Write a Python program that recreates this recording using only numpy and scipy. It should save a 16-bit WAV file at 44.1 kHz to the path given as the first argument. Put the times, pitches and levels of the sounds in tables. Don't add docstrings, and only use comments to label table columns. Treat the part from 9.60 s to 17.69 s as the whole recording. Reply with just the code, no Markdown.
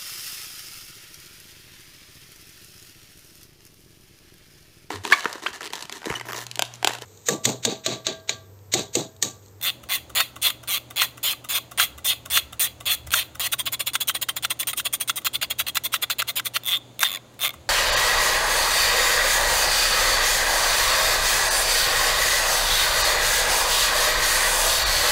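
import sys
import numpy as np
from scipy import signal
from scipy.fft import rfft, irfft
from scipy.io import wavfile
from scipy.ndimage import uniform_filter1d

SR = 44100
rng = np.random.default_rng(int(sys.argv[2]) if len(sys.argv) > 2 else 0)


def unload_audio(sound):
    columns = np.transpose(np.atleast_2d(sound))
    steps = np.round(np.clip(columns, -1, 1) * 32767)
    wavfile.write(sys.argv[1], SR, steps.astype(np.int16))


def field_ratio(decibels):
    return 10 ** (np.asarray(decibels, dtype=float) / 20)


N = 356769

# start in seconds, length in seconds, thumb force in dB,
# gain from start to end in dB, slip at the end in dB.
LONG_PULLS = [(0.0248, 0.076, -29, 7, -5), (0.295, 0.087, -30, 9, -20), (0.5559, 0.083, -25.5, 6, -26),
              (0.8203, 0.076, -25.5, 14.5, -13), (1.0792, 0.099, -29.5, 8, -9),
              (1.3666, 0.088, -25, 12.5, -20.5), (1.632, 0.094, -26.5, 14, -12),
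              (1.8935, 0.089, -27.5, 14.5, -13.5), (2.181, 0.08, -27.5, -4.5, -16),
              (2.446, 0.086, -26, 8, -9.5), (2.7053, .092, -25.5, 14, -15.5),
              (2.9987, 0.073, -28.5, 1, -10), (3.26, .088, -26.5, 12, -14),
              (3.5168, 0.11, -27.5, 11.5, -17), (3.8013, 0.071, -33, -6, 3.5)]
# time in seconds, peak in dB.
LANDINGS = [(0.234, -31.5), (0.498, -30.5), (0.76, -26.5), (1.033, -29.5), (1.305, -25), (1.575, -28.5),
            (1.844, -25.5), (2.114, -25.5), (2.38, -26.5), (2.656, -24.5), (2.927, -25), (3.205, -25.5),
            (3.469, -24.5), (3.751, -27), (5.131, -39), (7.936, -30)]
# pitch in Hz, level in dB, seconds to die by 60 dB.
SHELL_MODES = [(2680, 5.5, 0.0084), (3346, 4, 0.031), (3613, -5.5, 0.035), (4057, 2.5, 0.02),
               (4744, -7, 0.022)]
# pitch in Hz, level in dB, seconds to die by 60 dB.
PAWL_MODES = [(5550, -4, 0.0017), (6690, 1.5, 0.0031), (7510, -0.5, 0.0026), (9217, -3.5, 0.0098),
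              (10370, 4.5, 0.0011), (11750, -7, 0.0058), (13130, 1.5, 0.0032), (14220, 6, 0.0035),
              (15050, 1, 0.0035)]
# pitch in Hz, level in dB, seconds to die by 60 dB.
BODY_MODES = [(690, -16.5, 0.021), (1113, -12.5, 0.032), (1420, -7, 0.0073), (2032, -4, 0.016),
              (2605, -1.5, 0.0063)]
# pitch in Hz, level in dB, seconds to die by 60 dB.
LATCH_MODES = [(1250, 1, 0.0057), (1546, 1, 0.0083), (2005, -12.5, 0.031), (2800, -1.5, 0.007),
               (3680, -9, 0.023), (6000, 7, 0.00082)]

TEETH_PER_S = 300
DULL_PER_DB, USUAL_DB = 0.41, -29.5


def evened(x):
    return x / np.sqrt(np.mean(x ** 2) + 1e-20)


def read(points, hz):
    f, value = np.transpose(points)
    return np.interp(np.log(hz + 1), np.log(f + 1), value)


def ring(blows, modes, spread=0):
    hz, db, t60 = np.transpose(modes)[:, :, None]
    t = np.arange(0, t60.max(), 1 / SR)
    hz = hz * (1 + spread * rng.standard_normal(hz.shape))
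    sense = (-1) ** np.arange(len(hz))[:, None]
    swings = sense * field_ratio(db - 60 * t / t60) * np.sin(2 * np.pi * hz * t)
    sound = swings.sum(axis=0)
    return signal.oaconvolve(blows, sound / np.linalg.norm(sound))[:len(blows)]


def shifting(blows, modes, spread):
    turn = rng.uniform(0, np.pi) + np.arange(len(blows)) / SR * 30
    return ring(blows * np.cos(turn), modes, spread) + ring(blows * np.sin(turn), modes, spread)


def snaps(s, db, length_s, size=N):
    starts = np.zeros(size)
    index = np.clip((np.asarray(s) * SR).astype(int), 0, size - 1)
    np.add.at(starts, index, field_ratio(2 * db))
    if not length_s:
        return np.sqrt(starts)
    age = np.arange(1, SR // 20) / SR / length_s
    fade = np.exp(-2 * age) * (1 - np.exp(-6 * age)) ** 2
    power = np.maximum(signal.oaconvolve(starts, fade / fade.sum())[:size], 0)
    return np.sqrt(power) * rng.standard_normal(size)


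def background():
    # frequency in Hz, level in dB per Hz.
    air_spectrum = [(30, -20), (134, -7.5), (174, -9.5), (311, -6.5), (449, -13.5), (526, -8.5),
                    (1670, -23.5), (4300, -23.5), (5500, -33), (6700, -23), (8200, -31.5), (16000, -39)]
    # time in seconds, level in dB.
    shake_levels = [(0.0, -63), (0.61, -52), (0.65, -58), (2.16, -61), (2.23, -53), (3.33, -51),
                    (3.49, -42), (3.6, -50), (5.32, -62), (5.9, -53), (7.64, -67), (8.09, -54)]
    t, hz = np.arange(N) / SR, np.fft.rfftfreq(N, 1 / SR)
    air = irfft(rfft(rng.standard_normal(N)) * field_ratio(read(air_spectrum, hz)), N)

    waver = evened(uniform_filter1d(uniform_filter1d(rng.standard_normal(N), 3000), 3000))
    hum = field_ratio(-52 + 1.9 * waver) * np.sin(2 * np.pi * 119.8 * t)

    table = 1 / (1 + ((hz - 74) / 16) ** 4) + 0.35 / (1 + ((hz - 110) / 40) ** 2)
    shake = irfft(rfft(rng.standard_normal(N)) * table, N)
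    push_db = sum(5.8 * np.exp(-((t - s - .05) / 0.11) ** 2) for s, _ in LANDINGS)
    shake_db = np.interp(t, *np.transpose(shake_levels)) - 3.5 + push_db
    return field_ratio(-51) * evened(air) + hum + field_ratio(shake_db) * evened(shake)


def room(x):
    # frequency in Hz, seconds to die by 60 dB.
    decay = [(500, 0.99), (2600, 0.53), (3500, 0.56), (4600, 0.55), (16000, 0.12)]
    hz, t, z = signal.stft(rng.standard_normal((2, SR // 3)), SR, nperseg=128)
    tails = signal.istft(z * field_ratio(-60 * t / read(decay, hz)[:, None]), SR, nperseg=128)[1]
    turn = 2 * np.pi * 2.3 * np.arange(N) / SR
    moving = x * np.array([np.cos(turn), np.sin(turn)])
    return signal.oaconvolve(moving, tails / np.linalg.norm(tails[0]), axes=1).sum(axis=0)[:N]


def film():
    slide_db, slide_t60_s = -7.5, 0.21
    drag, t = np.zeros(N + SR), np.arange(SR // 4) / SR
    for start, length, force_db, _, _ in LONG_PULLS:
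        first = int((start + .8 * length) * SR)
        drag[first:first + len(t)] += field_ratio(force_db + slide_db - 60 * t / slide_t60_s)
    drag = drag[:N] * rng.standard_normal(N)
    return ring(drag, SHELL_MODES) + field_ratio(-2) * ring(drag, PAWL_MODES) + field_ratio(-9) * ring(drag, BODY_MODES)


def thumb():
    # time in seconds, peak in dB.
    faint_landings = [(4.455, -57), (4.968, -46), (5.315, -46), (5.615, -34), (7.343, -51), (7.739, -45)]
    out, size = np.zeros(N + SR), SR // 5
    for s, db in np.array([*LANDINGS, *faint_landings]) - [.003, 0]:
        scuff = snaps([0], db + 9.5, 0.012, size=size)
        scuff += snaps([.007, .013], np.array([db + 10, db - 3.5]), 0.00061, size=size)
        sound = field_ratio(-1) * ring(scuff, BODY_MODES[:3], 0.037) + ring(scuff, LATCH_MODES) + field_ratio(-0.9) * scuff
        first = int(s * SR)
        out[first:first + size] += sound
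    return out[:N]


def latch():
    # time in seconds, peak in dB.
    releases = [(0.604, -5), (1.4182, -4.5), (2.1988, -3.5), (2.773, -2.5), (3.5382, -2), (3.935, -13.5),
                (4.354, -7), (4.4956, -9.5), (4.6883, -12.5), (4.8491, -8.5), (5.1983, -15), (5.4965, -7),
                (5.6688, -8.5), (5.8289, -12.5), (5.9997, -15), (6.1703, -5.5), (6.34, -5.5),
                (6.5005, -10.5), (6.6206, -10.5), (6.797, -13.5), (6.9641, -9), (7.4307, 0)]
    s, db = np.transpose(releases)
    s = np.r_[s, s + .0037]
    blows = snaps(s, np.r_[db + 11, db + 8], 0)
    rattle = snaps(s, np.r_[db + 5, db + 6], 0.0013)
    return ring(blows + rattle, LATCH_MODES) + field_ratio(-1.5) * rattle


def flick_teeth():
    # start in seconds, length in seconds, thumb force in dB, # late minus early
    # in dB, first tooth in dB.
    flicks = [(3.9163, 0.022, -28, 6, -14), (3.982, 0.03, -30, 1, -20), (4.0558, 0.029, -31, -1, -13),
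              (4.119, 0.03, -32.5, 6, -14), (4.1937, 0.032, -33.5, -12, -16),
              (4.2602, 0.038, -34.5, -12, -22), (4.334, 0.024, -29, 5, -6),
              (4.4027, 0.026, -31, -2.5, -14), (4.473, 0.036, -31.5, -5, -13),
              (4.5403, 0.029, -31, -7, -23), (4.6139, 0.019, -31.5, 6, -10),
              (4.6855, .025, -33.5, -14, -15), (4.758, 0.026, -32, -9.5, -31),
              (4.8252, 0.027, -34, 11, -6), (4.8981, 0.022, -28, -2, -20),
              (4.9914, 0.034, -34.5, -11, -10.5),
              (5.0708, 0.042, -35, -3, -1.5), (5.1625, 0.044, -35.5, -3, -20),
                    (5.2443, 0.025, -31, 9, -23), (5.327, .030, -32, -7, -12),
                    (5.4004, 0.028, -34.5, -5, -14), (5.4764, 0.027, -32.5, 6.5, -4.5),
                    (5.5583, 0.025, -35, 6, -5), (5.6475, 0.027, -31, 2, -6),
                    (5.7318, 0.029, -32.5, 8.5, -12), (5.8143, 0.031, -28.5, -2, -19),
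                    (5.8992, 0.024, -30.5, -4, -18), (5.9803, 0.034, -29.5, 1, -26),
                    (6.0655, 0.028, -33.5, 7, -13), (6.147, 0.033, -33, 7, -13), (6.237, 0.03, -32, 4, -7),
                    (6.3196, 0.043, -31.5, 1.5, -16.5), (6.4147, 0.025, -27.5, 6.5, -25),
                    (6.497, 0.032, -28.5, -5, -19), (6.5844, 0.025, -28.5, 1.5, -13),
                    (6.6707, 0.033, -30, 6, -17), (6.756, 0.041, -31.5, -2.1, -13.5),
                    (6.8448, 0.03, -32.5, 5, -22), (6.9366, 0.032, -31.5, 11, -9)]
    for start, length, held_db, lean_db, bite_db in flicks:
        angle = np.arange(length * TEETH_PER_S + 1)
        at = (angle + 0.22 * (angle > 0)) / TEETH_PER_S
        at[1:] += 0.00051 * rng.standard_normal(len(at) - 1)
        share = [0, .32, 0.74, 1]
        held_db = held_db + lean_db * np.array([-1, -1, 1, 1]) / 2
        force_db = np.interp(at / length, share, held_db + [bite_db, 0, 0, -5.5])
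        push_db = np.interp(at / length, share, held_db) - USUAL_DB
        bright_db = 4.5 - 11 * at / length - DULL_PER_DB * push_db
        yield start + at, force_db, bright_db, -6, -6, -1.5


def stray_teeth():
    # time in seconds, force in dB.
    stiff_teeth = [(5.029, -34), (5.131, -29), (.900, -28), (1.730, -33), (5.813, -32), (6.066, -33),
                   (6.154, -27), (6.596, -29), (7.569, -37), (7.846, -26)]
    for s, force_db in stiff_teeth:
        yield s + np.array([0, .002]), force_db - np.array([3, 0]), -5, -2.5, -6, -7


def pull_force(start, length, force_db, lean_db, end_db):
    share = np.array([0, 0.084, 0.67, 1])
    return start + length * share, force_db + lean_db * (share - .5) + [-4, 0, 0, end_db]


def eased(start, length, count):
    share = np.linspace(0, 1, count)
    return start + length * (share + .22 * np.sin(2 * np.pi * share ** 1.8) / (2 * np.pi))


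def pull_teeth():
    tooth_counts = [17, 20, 23, 23, 21, 19, 26, 25, 23, 26, 27, 22, 25, 30, 24]
    # time in seconds, thumb force in dB.
    slow_pulls = [
        [(7.0464, -40), (7.0707, -29.5), (7.0859, -24.5), (7.1027, -32.5), (7.114, -27), (7.1307, -24),
         (7.1461, -21.5), (7.1638, -31), (7.1715, -27.5)],
        [(7.4052, -32), (7.4237, -28), (7.4346, -29), (7.4506, -22.5), (7.4661, -26.5), (7.4776, -33),
         (7.5041, -39.5), (7.5278, -35), (7.5572, -32)],
        [(7.8005, -40), (7.8151, -30.5), (7.8267, -30.5), (7.8366, -26.5), (7.8415, -31.5), (7.8514, -25),
         (7.8628, -30), (7.8782, -35), (7.9044, -40.5)],
    ]
    angles = [
        (1, 4, 7, 10, 12, 15, 18, 21, 23),
        (1, 4, 6, 9, 12, 14, 17, 19, 22),
        (1, 3, 5, 7, 8, 10, 12, 14, 16),
    ]
    # boom in dB, spring in dB,
    # stick after the first tooth in milliseconds, pawl brightness in dB.
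    grips = [(-7, -2, 12.3, -3.5), (-2, -26, 6.4, -1.5), (-3.5, -31, 5.5, -1), (-7.5, -5, 4.1, -0.5),
             (-5, -23, 4.8, -0.7), (-4.5, -26, 6.8, -1.5), (-11.5, -5, 2.7, -0.6), (-6, -1, 5.3, 0.3),
             (-4, -10, 5, 0), (-9.5, 0, 2.1, -1.1), (-7, -5, 4.4, -0.5), (-6, -4, 3.7, 1.9),
             (-8, -9, 4.4, 0), (-6, -6, 11, -0.5), (-4, -12, 5.6, 1.2), (-11.5, 10, 12, -6),
             (-6.5, 1, 13, -4.5), (-3.5, 3, 8.9, -2.5)]
    strokes = []
    for row, count in zip(LONG_PULLS, tooth_counts):
        strokes.append((*pull_force(*row), eased(*row[:2], count)))
    for pull, angle in zip(slow_pulls, angles):
        s, force_db = np.transpose(pull)
        strokes.append((s, force_db, np.interp(np.arange(1, angle[-1] + 1), angle, s)))

    for (s, force_db, at), (boom_db, spring_db, stick_ms, bright_db) in zip(strokes, grips):
        at = np.r_[s[0] - stick_ms / 1000, at]
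        pace_db = 10 * np.log10(np.gradient(at) * TEETH_PER_S)
        force_db = np.interp(at, s, force_db)
        along = (at - s[0]) / (s[-1] - s[0]) - .5
        bright_db = bright_db - 4 * along - DULL_PER_DB * np.maximum(force_db - USUAL_DB, -5)
        force_db = force_db - 4 * (at < s[0])
        yield at, force_db + 0.96 * pace_db, bright_db, boom_db, spring_db, -7 - 2 * pace_db


def teeth():
    yield from flick_teeth()
    yield from stray_teeth()
    yield from pull_teeth()


def ratchet():
    # pitch in Hz, level in dB, seconds to die by 60 dB.
    spring_modes = [(3454, 7.5, 0.014), (3656, 1, 0.044)]
    # pitch in Hz, level in dB, seconds to die by 60 dB.
    tine_modes = [(9190, 1, 0.013), (9320, -2.5, 0.0089)]
    # time in seconds, level in dB.
    tine_freedom = [(0, -11.5), (3.9, -0.5), (4.9, -3), (5.3, 3.5), (5.7, -3.5), (6.3, -11.5), (8.1, -19)]
    out, size = np.zeros(N + SR), SR // 4
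    for s, force_db, bright_db, boom_db, spring_db, rasp_db in teeth():
        first = int((s[0] - .01) * SR)
        uneven = rng.standard_normal((len(s), 4)).T
        s = s - first / SR + .0002 * uneven[0]
        force_db = force_db + 24
        tap = snaps(s, force_db + 1.6 * uneven[1], 0, size=size)
        knock = tap + snaps(s, force_db + rasp_db, .002, size=size)
        tick_db = force_db + bright_db + 0.97 * uneven[2]
        tick = snaps(s, tick_db, 0.0015, size=size) + snaps(s, tick_db + rasp_db - 1, 0.0066, size=size)
        thud = snaps(s, force_db + boom_db + 1.2 * uneven[3], .003, size=size)

        shell = shifting(knock, SHELL_MODES, 0.03) + field_ratio(spring_db) * ring(tap, spring_modes, 0.011)
        sound = shell / np.hypot(1, field_ratio(spring_db))
        sound += shifting(tick, PAWL_MODES, 0.015) + field_ratio(-4.5) * tick
        sound += shifting(thud, BODY_MODES, 0.051)
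        free_db = np.interp(first / SR, *np.transpose(tine_freedom)) - 150 * np.arange(size) / SR
        out[first:first + size] += sound + ring(tick * field_ratio(free_db), tine_modes, 0.011)
    return out[:N]


def scene():
    small = signal.butter(4, 500, "highpass", fs=SR, output="sos")
    camera = signal.sosfilt(small, ratchet() + latch() + thumb() + film())
    return (camera + field_ratio(-28.5) * room(camera) + background())[None]


def band_limit(x):
    return signal.sosfilt(signal.butter(12, 16970, fs=SR, output="sos"), x)


def record(dry):
    edge = signal.firwin(201, 16100, window=("kaiser", 5), fs=SR)
    rounded = .85 * np.tanh(dry / .85)
    return band_limit(signal.oaconvolve(rounded, edge[None], "same"))


dry = scene()
out = record(dry)
unload_audio(out)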